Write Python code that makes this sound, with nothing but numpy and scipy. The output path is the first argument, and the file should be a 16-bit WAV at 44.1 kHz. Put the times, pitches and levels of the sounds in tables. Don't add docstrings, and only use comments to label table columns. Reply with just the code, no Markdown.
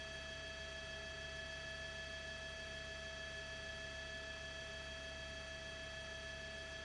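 import sys
import numpy as np
from scipy.fft import rfft, irfft, next_fast_len
from scipy.io import wavfile
from scipy.ndimage import map_coordinates

SR = 44100
rng = np.random.default_rng(int(sys.argv[2]) if len(sys.argv) > 2 else 0)


def to_wav(s):
    ch = np.atleast_2d(s).T
    pcm = np.round(np.clip(ch, -1, 1) * 32767)
    wavfile.write(sys.argv[1], SR, pcm.astype(np.int16))


N = 301644

MAST_HZ, BEVEL_HZ, TAIL_HZ, PINION_HZ = 6.5272, 1725.3, 69.97, 339.43
RING_TEETH, PLANETS = 100, 5
TOP_HZ = 10600

# f/Hz, level/dB
AIR_SPECTRUM = [(20, -11), (32, -9.5), (48, -11.5), (90, -2), (180, -3), (320, -6.5), (550, -7.5),
                (1300, -7.5), (2500, -7), (3500, -11.5), (4500, -13), (6300, -15.5), (8700, -26),
                (9400, -38)]
# f/Hz, width/Hz, level/dB
CABIN_RESONANCES = [(252, 20, 3), (406, 48, 8), (730, 24, -2), (865, 60, 1.5), (1053, 150, -4),
                    (2014, 180, -3), (4730, 470, -2), (5440, 220, -5)]
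# f/Hz, width/Hz, level/dB
TURBINE_WHISTLES = [(8804, 60, -81.5), (10416, 150, -82.5)]
# multiple of the mast rate, level/dB
MAIN_ROTOR_HARMONICS = [(6, -68), (9, -79), (12, -79.5)]
# multiple of the blade rate, level/dB
TAIL_ROTOR_HARMONICS = [(1, -59), (2, -65), (3, -71), (4, -75.5), (5, -81)]
# multiple of its tooth rate, level/dB
PINION_HARMONICS = [(5, -62.5), (9, -76.5), (10, -82), (11, -84), (12, -83.5), (13, -83.5), (15, -80),
                    (17, -74.5), (22, -84)]
# nominal f/Hz,
# level/dB
SHAFT_LINES = [(100.9, -71), (414.5, -72.5), (625.8, -78), (697.1, -76), (908.4, -81), (1115.7, -79.5),
               (1462.9, -81.5), (1764.4, -74.5), (2191, -77.5), (2398.3, -78), (6089.9, -75), (6167.9, -81),
               (6211, -80.5), (7419.5, -85)]
# multiple of the tooth rate, level/dB, flutter level/dB
BEVEL_HARMONICS = [(1, -53.5, -76), (2, -72.5, -74), (3, -74, -88)]
# multiple of the tooth rate, level/dB, flutter level/dB,
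# passing-planet level/dB, throb depth (0-1), throbs per mast turn
PLANETARY_HARMONICS = [(1, -56.5, -80.5, -85, 0.03, 1), (2, -70.5, -74, -83, 0.65, 1),
                       (3, -70.5, -80, -97.5, 0.3, 1), (4, -62, -74, -86.5, 0.12, 3),
                       (5, -58.5, -76, -68.5, 0.12, 1), (6, -74.5, -81, -80.5, 0.5, 2),
                       (7, -65, -81.5, -75, 0.1, 2), (8, -86, -77, -82.5, 0.4, 2),
                       (9, -80.5, -76, -92, 0.2, 2), (10, -90.5, -79, -92.5, 0.5, 1)]
# t/s, bevel level/dB, planetary overtone level/dB
LOAD_DRIFT = [(0, -1.7, 0.5), (3.3, 0.34, 0), (5.2, -2.1, 0), (6.84, -2, -1.3)]

HUNT_S, CREST_S, HUNT_CENTS, CENTRE_CENTS = 2.355, 1.737, 0.694, -0.15
BEVEL_SWING_DB = 0.86
SCATTER_LOW_HZ, SCATTER_HIGH_HZ, SCATTER_DB, SCATTER_DB_PER_OCTAVE = 1098, 7796, -82, -2
PLANETARY_RASP_DB, BEVEL_RASP_DB = -26.5, -19


def amp(db):
    return 10 ** (np.asarray(db) / 20)


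def unit(x):
    return x / np.sqrt(np.mean(np.abs(x) ** 2) + 1e-20)


def curves(rows):
    s, *columns = np.transpose(rows)
    return [np.interp(np.arange(N) / SR, s, column) for column in columns]


def wobble(rate):
    knots = rng.standard_normal(int(N * rate / SR) + 4)
    coarse = np.linspace(0, N, 4096)
    smooth = map_coordinates(knots, [coarse * rate / SR], mode="mirror")
    return np.interp(np.arange(N), coarse, smooth)


def rasp(rate):
    return unit(wobble(rate) + 1j * wobble(rate))


def throb(cycles, depth):
    return unit(1 + np.clip(depth, 0, 1) * np.cos(2 * np.pi * (cycles + rng.random())))


def flutter(turns, slope, count=12, size=512):
    orders = np.r_[-count:-1, 2:count + 1]
    angle = np.arange(size) / size
    phases = np.outer(orders, angle) + rng.random((len(orders), 1))
    pattern = np.abs(orders) ** -float(slope) @ np.exp(2j * np.pi * phases)
    return unit(np.interp(turns % 1, angle, pattern))


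def tone(cycles, envelope=1):
    phase = 2 * np.pi * (cycles + rng.random()) + np.angle(envelope)
    return np.sqrt(2) * np.abs(envelope) * np.cos(phase)


def filtered(x, response):
    m = next_fast_len(N + SR // 2)
    return irfft(rfft(x, m) * response(np.fft.rfftfreq(m, 1 / SR)), m)[..., :N]


def airflow(level_db):
    air_hz, air_db = np.transpose(AIR_SPECTRUM)

    def colour(f):
        cabin_db = sum(boost / (1 + (2 * (f - centre) / width) ** 2)
                       for centre, width, boost in CABIN_RESONANCES)
        return amp(np.interp(np.log(f + 1), np.log(air_hz), air_db) + cabin_db)

    return amp(level_db) * unit(filtered(rng.standard_normal(N), colour))


def turbine():
    def whistle(hz, width):
        return unit(filtered(rng.standard_normal(N), lambda f: 1 / (1 + (2 * (f - hz) / width) ** 2)))

    return sum(amp(db) * whistle(hz, width) for hz, width, db in TURBINE_WHISTLES)


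def rotors(clock):
    main = sum(amp(db + 0.65 * wobble(5.1)) * tone(round(k) * MAST_HZ * clock)
               for k, db in MAIN_ROTOR_HARMONICS)
    blades = TAIL_HZ * clock + 0.069 * wobble(1.5) + 0.0041 * wobble(12)
    tail = sum(amp(db + 0.59 * wobble(8)) * tone(round(k) * blades) for k, db in TAIL_ROTOR_HARMONICS)
    return main + tail


def accessories(clock, count=24):
    pinion = [(round(k) * PINION_HZ, db) for k, db in PINION_HARMONICS]
    clear = sum(amp(db + 1.1 * wobble(6)) * tone(hz * clock + 0.017 * wobble(8))
                for hz, db in pinion + list(SHAFT_LINES))
    span = np.log2(SCATTER_HIGH_HZ / SCATTER_LOW_HZ)
    octaves = span * (np.arange(count) + rng.random(count)) / count
    small = sum(amp(SCATTER_DB + SCATTER_DB_PER_OCTAVE * up) * tone(SCATTER_LOW_HZ * 2 ** up * clock)
                for up in octaves)
    return clear + small


def bevel_stage(clock, load_db):
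    turns, out = MAST_HZ * clock, np.zeros(N)
    swell = throb(turns, depth=0.22)
    for k, db, flutter_db in BEVEL_HARMONICS:
        steady = amp(db + 0.37 * wobble(10)) * (swell + amp(BEVEL_RASP_DB) * rasp(rate=60))
        uneven = amp(flutter_db + 2.4 * wobble(8)) * flutter(turns, slope=0.81)
        out += tone(round(k) * BEVEL_HZ * clock, steady + uneven)
    return amp(load_db) * out


def planetary_stage(clock, load_db):
    turns, out = MAST_HZ * clock, np.zeros(N)
    for k, db, flutter_db, planets_db, depth, throbs in PLANETARY_HARMONICS:
        k = round(k)
        passing = amp(planets_db) * np.exp(-2j * np.pi * (PLANETS * turns + k / 4))
        uneven = amp(flutter_db + 0.61 * wobble(6.3)) * flutter(turns, slope=0.58)
        rough = amp(PLANETARY_RASP_DB) * np.sqrt(k) * rasp(rate=50)
        steady = amp(db + 0.3 * wobble(9)) * (1 + rough)
        envelope = (steady + uneven + passing) * throb(round(throbs) * turns, depth)
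        out += amp(load_db * (k > 1)) * tone(k * RING_TEETH * turns, envelope)
    return out


def scene():
    hunt = np.cos(2 * np.pi * (np.arange(N) / SR - CREST_S) / HUNT_S)
    cents = CENTRE_CENTS + HUNT_CENTS * hunt
    clock = np.cumsum(2 ** (cents / 1200)) / SR
    bevel_db, planetary_db = curves(LOAD_DRIFT)
    background = airflow(level_db=-57.5) + turbine() + rotors(clock)
    gearbox = (accessories(clock) + bevel_stage(clock, bevel_db + BEVEL_SWING_DB * hunt)
               + planetary_stage(clock, planetary_db))
    return (background + gearbox)[None]


def record(dry):
    return filtered(dry, lambda hz: hz < TOP_HZ)


dry = scene()
out = record(dry)
to_wav(out)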